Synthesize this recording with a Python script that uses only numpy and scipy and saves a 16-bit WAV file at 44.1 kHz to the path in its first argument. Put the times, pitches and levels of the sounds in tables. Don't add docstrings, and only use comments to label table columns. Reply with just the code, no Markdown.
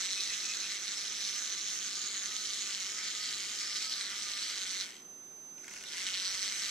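import sys
import numpy as np
from scipy import signal
from scipy.fft import rfft, irfft
from scipy.io import wavfile
from scipy.ndimage import uniform_filter1d

SR = 44100
rng = np.random.default_rng(int(sys.argv[2]) if len(sys.argv) > 2 else 0)


def undo_db(level):
    steps = np.asarray(level, float) / 20
    return 10 ** steps


def wav_record(signal):
    frames = np.transpose(np.atleast_2d(signal))
    bounded = np.clip(frames, -1, 1)
    quanta = np.round(bounded * 32767).astype(np.int16)
    wavfile.write(sys.argv[1], SR, quanta)


N = 295470
T = np.arange(N) / SR
HZ = np.fft.rfftfreq(N, 1 / SR)

# (f/Hz, level/dB per Hz)
ROOM_SPECTRUM = [(25, -18), (100, -11.5), (200, -2), (390, -3), (480, -6.5), (1200, -9), (2500, -15.5),
                 (6000, -16.5), (7000, -16.5), (8200, -17), (9500, -20), (14300, -21), (14500, -77)]
# (f/Hz, likeness 0-1)
ROOM_LIKENESS = [(30, 0), (200, 0.8), (630, 0.42), (1400, 0)]
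# (f/Hz, left minus right level/dB)
ROOM_BALANCE = [(370, 0.5), (1270, 4.5), (4290, 1.5)]
# (f/Hz, wavering width/Hz, left level/dB, right level/dB)
ROOM_TONES = [(354, 25, -76, -76), (388, 10, -74, -74), (11807, 6, -81, -79)]
ROOM_DB = -59

# (t/s, tone level/dB, lower sideband level/dB at full speed)
WHINE_LEVELS = [(0, -56, -49.5), (.8, -50, -59), (1, -61, -64), (1.25, -48.5, -50), (1.9, -61, -64),
                (2.25, -50, -81), (2.8, -55.5, -63), (4.75, -91, -53.5), (4.95, -59, -67), (5.1, -52, -46),
                (5.62, -50, -54), (5.69, -57, -54), (5.77, -55, -58), (5.9, -62, -64), (6.1, -62, -62),
                (6.22, -64, -50), (6.5, -65, -50.5), (6.59, -59, -49.5), (6.7, -46, -58)]
CHOP_HZ = 6146
COMMUTATOR_HZ, RESTARTED_HZ = 224, 212
SIDEBAND_DB = 16

# (t/s, length/s, level/dB)
WHEEL_SQUEAKS = [(.16, .06, -44.5), (.283, .085, -47.5), (.432, .045, -47.5), (.478, .072, -44.5),
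                 (.615, .06, -49.5)]
# (t/s, level/dB before the mode level)
LOAD_KNOCKS = [(5.5794, -54), (5.6426, -47.5), (5.68, -43), (5.7108, -45.5), (5.7356, -43), (5.7607, -44),
               (5.783, -51), (5.8094, -44.5), (5.837, -41.5)]
# (f/Hz, level/dB, t60/s)
GEARBOX_MODES = [(1507, -10, 0.055), (2193, -3, 0.047), (2680, -4, 0.044), (4400, -8, 0.022),
                 (7340, -2, 0.014), (8180, 0, 0.016)]

MESH_PER_CLICK = 5.8
SECOND_MESH_HZ, SECOND_MESH_DB = 1290, -66

# (t/s, gear clicks per s)
CRUISE_SPEED = [(0, 193), (.13, 196), (.3, 216), (.45, 217), (.8, 206), (1.1, 217), (1.3, 210), (2.04, 211),
                (2.44, 221), (2.62, 208), (2.87, 211), (3.03, 225), (3.15, 218), (3.42, 219), (3.64, 213),
                (3.88, 223), (4.12, 210), (4.45, 220), (4.8, 190), (6.26, 188), (6.56, 206), (6.7, 208)]
# (place/turns, width/turns, loss/clicks per s on the straight, same in the bend)
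BINDING_SPOTS = [(0, .14, 5, 19), (.51, .12, 7, 9)]
WHEEL_S, BIND_S, BEND_S = .617, 2.185, 1.9
CUT_S, COAST_S, COAST_SHAPE = 4.845, .31, 1.8
START_S, SPIN_UP_S = 5.5, .5
CATCH_S, CATCH_LENGTH_S, CATCH_LOSS = 5.85, .05, .2

# (t/s, level/dB)
GEAR_LEVEL = [(0, -36.5), (1, -39), (1.35, -38), (1.52, -38.5), (3.87, -38), (4.4, -37.5), (4.82, -37.5),
              (5.9, -37), (6.7, -36)]
# (f/Hz,
# level/dB per Hz)
HOUSING_SPECTRUM = [(700, -22), (1050, -19), (1250, -11.5), (2200, -9), (2680, -9), (3600, -5), (4400, -8),
                    (4800, -11), (5300, -9), (6500, -5.5), (7400, -9), (9000, -12), (11000, -19.5),
                    (14300, -25.5), (14500, -83)]
# (f/Hz, likeness 0-1)
GEAR_LIKENESS = [(900, 0.85), (1300, 1), (3000, 0.57), (4300, 0.9), (6600, 0.13), (8000, 1), (11000, 0.16)]
# (f/Hz, left minus right level/dB)
GEAR_BALANCE = [(1300, -1.5), (5100, 0), (6400, -9), (7300, 5), (8100, 9.5), (10500, 6.5), (14000, 4.5)]
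# (f/Hz, lead/radians)
GEAR_LEAD = [(1000, -0.45), (5400, 1.02), (7400, -1.2), (9500, -2.5), (11500, -17)]
# (t/s, level/dB above a usual click)
HARD_TEETH = [(.5716, 7), (1.381, 4), (2.7487, 8.5), (6.0676, 4)]
SLOWING_DB, STARTING_DB = 29.5, 32
UNLOADED_DB = -4
GRIND = .25

# (f/Hz, width/Hz)
SHELL_MODES = [(1459, 39), (2077, 870), (3100, 490), (4440, 1060), (5367, 1500), (8030, 610), (6750, 170)]
# (mean lift/dB, swing/dB, strongest heading/radians,
#   drop near heading 0/Hz, lift coasting/dB, lift starting/dB)
MODE_BEAMS = [(5.5, 1, 2.2, 12, 5, 19.5), (8.5, 1.3, 4.7, 2, 2, -1.5), (5, 2, 2.7, -21, 10, -7),
              (5.5, 0.5, 4.3, 312, -6, -10), (10, 1, 0.11, 40, -2, 5), (7, 2.5, 5.04, 150, 4, -4),
              (4, 6, 0.17, 6, -8, 17)]
# (t/s, heading/radians)
CART_HEADING = [(0, -.45), (1, .1), (2, 1.75), (3, 2.4), (4, 3.3), (4.9, 4.1), (6.1, 4.1), (6.7, 4.5)]
# (signed swing/dB, place of that swing/turns)
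WHEEL_SWAY = [(0.2, 0.91), (2, 0.75), (1, 0.35), (-0.8, 0.26), (0, 0.44), (-0.5, 0.49)]
# (t/s, half length/s, f/Hz, level/dB)
BAND_SWELLS = [(3.247, 0.042, 4400, 2), (3.797, 0.34, 5000, 5.5), (4.056, 0.04, 3860, 5),
               (4.762, 0.061, 4180, 4.5), (5.874, 0.024, 3900, 10), (6.166, 0.11, 3000, 4.5),
               (6.254, 0.022, 4200, 6.5)]
SWELL_WIDTH_HZ = 570
TOP_HZ, TOP_RISE_HZ = 6000, 950
TOP_HEADING, TOP_SPREAD = 2.5, 1.2
TOP_DB, TOP_SWING_DB, TOP_STRONGEST = 5, 4, 1.8


def evened(x):
    return x / np.sqrt(np.mean(x ** 2) + 1e-20)


def over_bins(points):
    f, value = np.transpose(points)
    return np.interp(np.log(HZ + 1), np.log(f + 1), value)


def over_time(rows):
    s, *columns = np.transpose(rows)
    return [np.interp(T, s, c) for c in columns]


def drift(rate_hz):
    return evened(irfft(rfft(rng.standard_normal(N)) * (HZ < rate_hz) * (HZ > 0), N))


def ports(a, b, same, lean_db, lead=0):
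    same = np.clip(same, -1, 1)
    left = a * undo_db(lean_db / 2) * np.exp(1j * lead)
    right = (same * a + np.sqrt(1 - same ** 2) * b) * undo_db(-lean_db / 2)
    return irfft([left, right], N)


def running(t):
    coast = np.clip(1 - (t - CUT_S) / COAST_S, 0, 1) ** COAST_SHAPE
    climb = np.clip((t - START_S) / SPIN_UP_S, 0, 1)
    climb = climb - CATCH_LOSS * np.exp(-((t - CATCH_S) / CATCH_LENGTH_S) ** 2)
    return np.clip(np.maximum(coast, climb), .01, 1)


def speed():
    wheel = (T - BIND_S) / WHEEL_S
    bend = np.clip((T - BEND_S) / 0.19 + .5, 0, 1)
    drag = 0
    for place, width, straight, bent in BINDING_SPOTS:
        distance = (wheel - place + .5) % 1 - .5
        drag = drag + (straight + (bent - straight) * bend) * np.exp(-(distance / width) ** 2)
    return (over_time(CRUISE_SPEED)[0] - drag * (T < START_S)) * running(T)


def turns(ratio):
    return ratio * np.cumsum(speed()) / SR


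def room():
    a, b = rfft(rng.standard_normal((2, N))) * undo_db(over_bins(ROOM_SPECTRUM))
    out = undo_db(ROOM_DB) * evened(ports(a, b, over_bins(ROOM_LIKENESS), over_bins(ROOM_BALANCE)))
    for hz, width, left_db, right_db in ROOM_TONES:
        tone = np.sin(2 * np.pi * hz * T + drift(width))
        out += undo_db([[left_db], [right_db]]) * np.sqrt(2) * tone
    return out


def echo(x, t60=0.12):
    t = np.arange(SR // 3) / SR
    tail = rng.standard_normal((2, len(t))) * undo_db(-60 * t / t60) * (t > .004)
    return signal.fftconvolve(x, tail / np.linalg.norm(tail[0]), axes=1)[:, :N]


def whine():
    tone_db, side_db = over_time(WHINE_LEVELS)
    side_db = side_db + SIDEBAND_DB * np.log10(running(T))
    chop = 2 * np.pi * CHOP_HZ * T + 0.37 * drift(36)
    bar_hz = np.where(T < START_S, COMMUTATOR_HZ, RESTARTED_HZ) * running(T)
    bar = 2 * np.pi * np.cumsum(bar_hz) / SR + .5 * drift(30)
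    sound = undo_db(tone_db + 0.8 * running(T) * drift(13.0)) * np.sin(chop)
    sound += undo_db(side_db + 2.5 * drift(15)) * np.sin(chop - bar)
    sound += undo_db(side_db - 4 + 2.2 * drift(4.7)) * np.sin(chop + bar)
    octave = undo_db(tone_db) * np.sin(2 * chop) * undo_db([[-24], [-38]])
    return np.sqrt(2) * (sound * undo_db([[-4.5], [3.5]]) + octave)


def mesh():
    tone = np.sin(2 * np.pi * turns(MESH_PER_CLICK) + .35 * drift(40))
    level_db = -62.3 + .25 * (speed() - 210) + 2.5 * drift(15)
    level_db -= .6 * np.maximum(200 - speed(), 0) * (T < START_S)
    level_db -= 2.0 * (T < BEND_S)
    second = np.sin(2 * np.pi * SECOND_MESH_HZ * T + drift(45)) * undo_db(SECOND_MESH_DB)
    second *= T > START_S + SPIN_UP_S
    return np.sqrt(2) * (tone * undo_db(level_db) + second)


def squeaks():
    out, fuzz, rasp = np.zeros(N), drift(133), drift(140)
    whistle = np.sin(2 * np.pi * 2545 * T + .85 * fuzz)
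    for s, length, db in WHEEL_SQUEAKS:
        arch = np.sin(np.pi * np.clip((T - s) / length, 0, 1))
        shape = np.sqrt(np.clip(arch, 0, 1))
        out += np.sqrt(2) * undo_db(db + 1.5 * rasp) * shape * whistle
    return out


def knocks():
    out, t = np.zeros((2, N)), np.arange(3000) / SR
    for s, knock_db in LOAD_KNOCKS:
        for hz, db, t60 in GEARBOX_MODES:
            fuzz = evened(uniform_filter1d(rng.standard_normal(len(t)), size=30)) + 1
            ring = undo_db(knock_db + db - 60 * t / t60) * np.minimum(t / 0.0007, 1) * fuzz
            pitch_hz = hz * (1 + 0.04 * rng.standard_normal())
            phase = 2 * np.pi * (pitch_hz * t + rng.random()) + [[0], [.7]]
            out[:, round(s * SR):][:, :len(t)] += ring * np.sin(phase)
    return out


def rattle(spread_db, ring_s, hiss, jitter_s, crack, hard):
    at = np.flatnonzero(np.diff(np.floor(turns(1))))
    chance = rng.standard_normal((len(at), 2))
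    moved = at + (chance[:, 0] * jitter_s * SR).astype(int)
    train = np.zeros(N)
    train[np.clip(moved, 0, N - 1)] = undo_db(spread_db * chance[:, 1])
    for s, db in hard:
        train[round(s * SR)] = undo_db(db)
    t = np.arange(600) / SR
    burst = np.exp(-t / ring_s) * np.minimum(t / 0.00014, 1)
    rub = hiss + GRIND * (1 - running(T)) * (T > START_S)
    envelope = rub + signal.oaconvolve(train, burst)[:N]
    shape = np.exp(-t / .0005) * np.minimum(t / .0003, 1)
    ring = shape * (np.sin(2 * np.pi * 4050 * t) + 0.5 * np.sin(2 * np.pi * 6500 * t))
    drive = envelope * rng.standard_normal((2, N)) + crack * signal.oaconvolve(train, ring)[:N]
    return rfft(drive / np.sqrt(uniform_filter1d(envelope ** 2, size=4000)))


def smooth_patches(shape, bins, frames):
    patches = uniform_filter1d(rng.standard_normal(shape), size=bins, axis=0)
    return evened(uniform_filter1d(patches, size=frames, axis=1))


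def facing(pair, patchy_db=0.94, surge_db=1.24):
    hz, t, z = signal.stft(pair, SR, nperseg=512, noverlap=384)
    hz = hz[:, None]
    heading, slow = np.interp(t, *np.transpose(CART_HEADING)), 1 - running(t)
    modes = []
    for (f, width), beam in zip(SHELL_MODES, MODE_BEAMS):
        db, swing_db, best, lower_hz, coast_db, start_db = beam
        mode_hz = f - lower_hz * np.maximum(np.cos(heading), 0)
        mode_db = db + swing_db * np.cos(heading - best)
        mode_db += np.where(t < START_S, coast_db, start_db) * slow
        modes.append((mode_hz, width, mode_db))
    top_hz = TOP_HZ + TOP_RISE_HZ * np.exp(-((heading - TOP_HEADING) / TOP_SPREAD) ** 2)
    modes.append((top_hz, 800, TOP_DB + TOP_SWING_DB * np.cos(heading - TOP_STRONGEST)))

    lift_db = sum(db / (1 + (2 * (hz - f) / width) ** 2) for f, width, db in modes)
    wheel = 2 * np.pi * (t - BIND_S) / WHEEL_S
    for (f, width, _), (swing_db, place) in zip(modes[2:], WHEEL_SWAY):
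        sway_db = swing_db * np.cos(wheel - 2 * np.pi * place)
        lift_db += sway_db / (1 + (2 * (hz - f) / width) ** 2)
    for s, half, f, db in BAND_SWELLS:
        lift_db += db * np.exp(-((t - s) / half) ** 2 - ((hz - f) / SWELL_WIDTH_HZ) ** 2)
    patches = smooth_patches(lift_db.shape, bins=6, frames=14)
    surges = smooth_patches(lift_db.shape, bins=14, frames=45)
    z = z * undo_db(lift_db + patchy_db * patches + surge_db * surges)
    return signal.istft(z, SR, nperseg=512, noverlap=384)[1][:, :N]


def gears():
    middle = 1 / (1 + (2800 / (HZ + 1)) ** 8) / (1 + (HZ / 8500) ** 6)
    sharp = rattle(spread_db=1.9, ring_s=0.00065, hiss=0.24, jitter_s=.00012, crack=0.76, hard=HARD_TEETH)
    blurred = rattle(spread_db=0.0, ring_s=0.0023, hiss=1.0, jitter_s=0.00017, crack=0, hard=[])
    a, b = (sharp * np.sqrt(middle) + blurred * np.sqrt(1 - middle)) * undo_db(over_bins(HOUSING_SPECTRUM))
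    pair = ports(a, b, over_bins(GEAR_LIKENESS), over_bins(GEAR_BALANCE), over_bins(GEAR_LEAD))
    pair = facing(pair)
    slowed_db = np.where(T < START_S, SLOWING_DB, STARTING_DB) * np.log10(running(T))
    slowed_db += UNLOADED_DB * (T > CUT_S) * (T < START_S)
    return evened(pair) * undo_db(over_time(GEAR_LEVEL)[0] + slowed_db + 0.8 * drift(25))


def scene():
    cart = gears() + knocks() + squeaks()
    tail = undo_db(-11) * echo(cart)
    return cart + tail + mesh() + whine() + room()


def top_cut(x):
    return signal.sosfilt(signal.butter(12, 15150, fs=SR, output="sos"), x)


def record(dry):
    return top_cut(dry)


dry = scene()
out = record(dry)
wav_record(out)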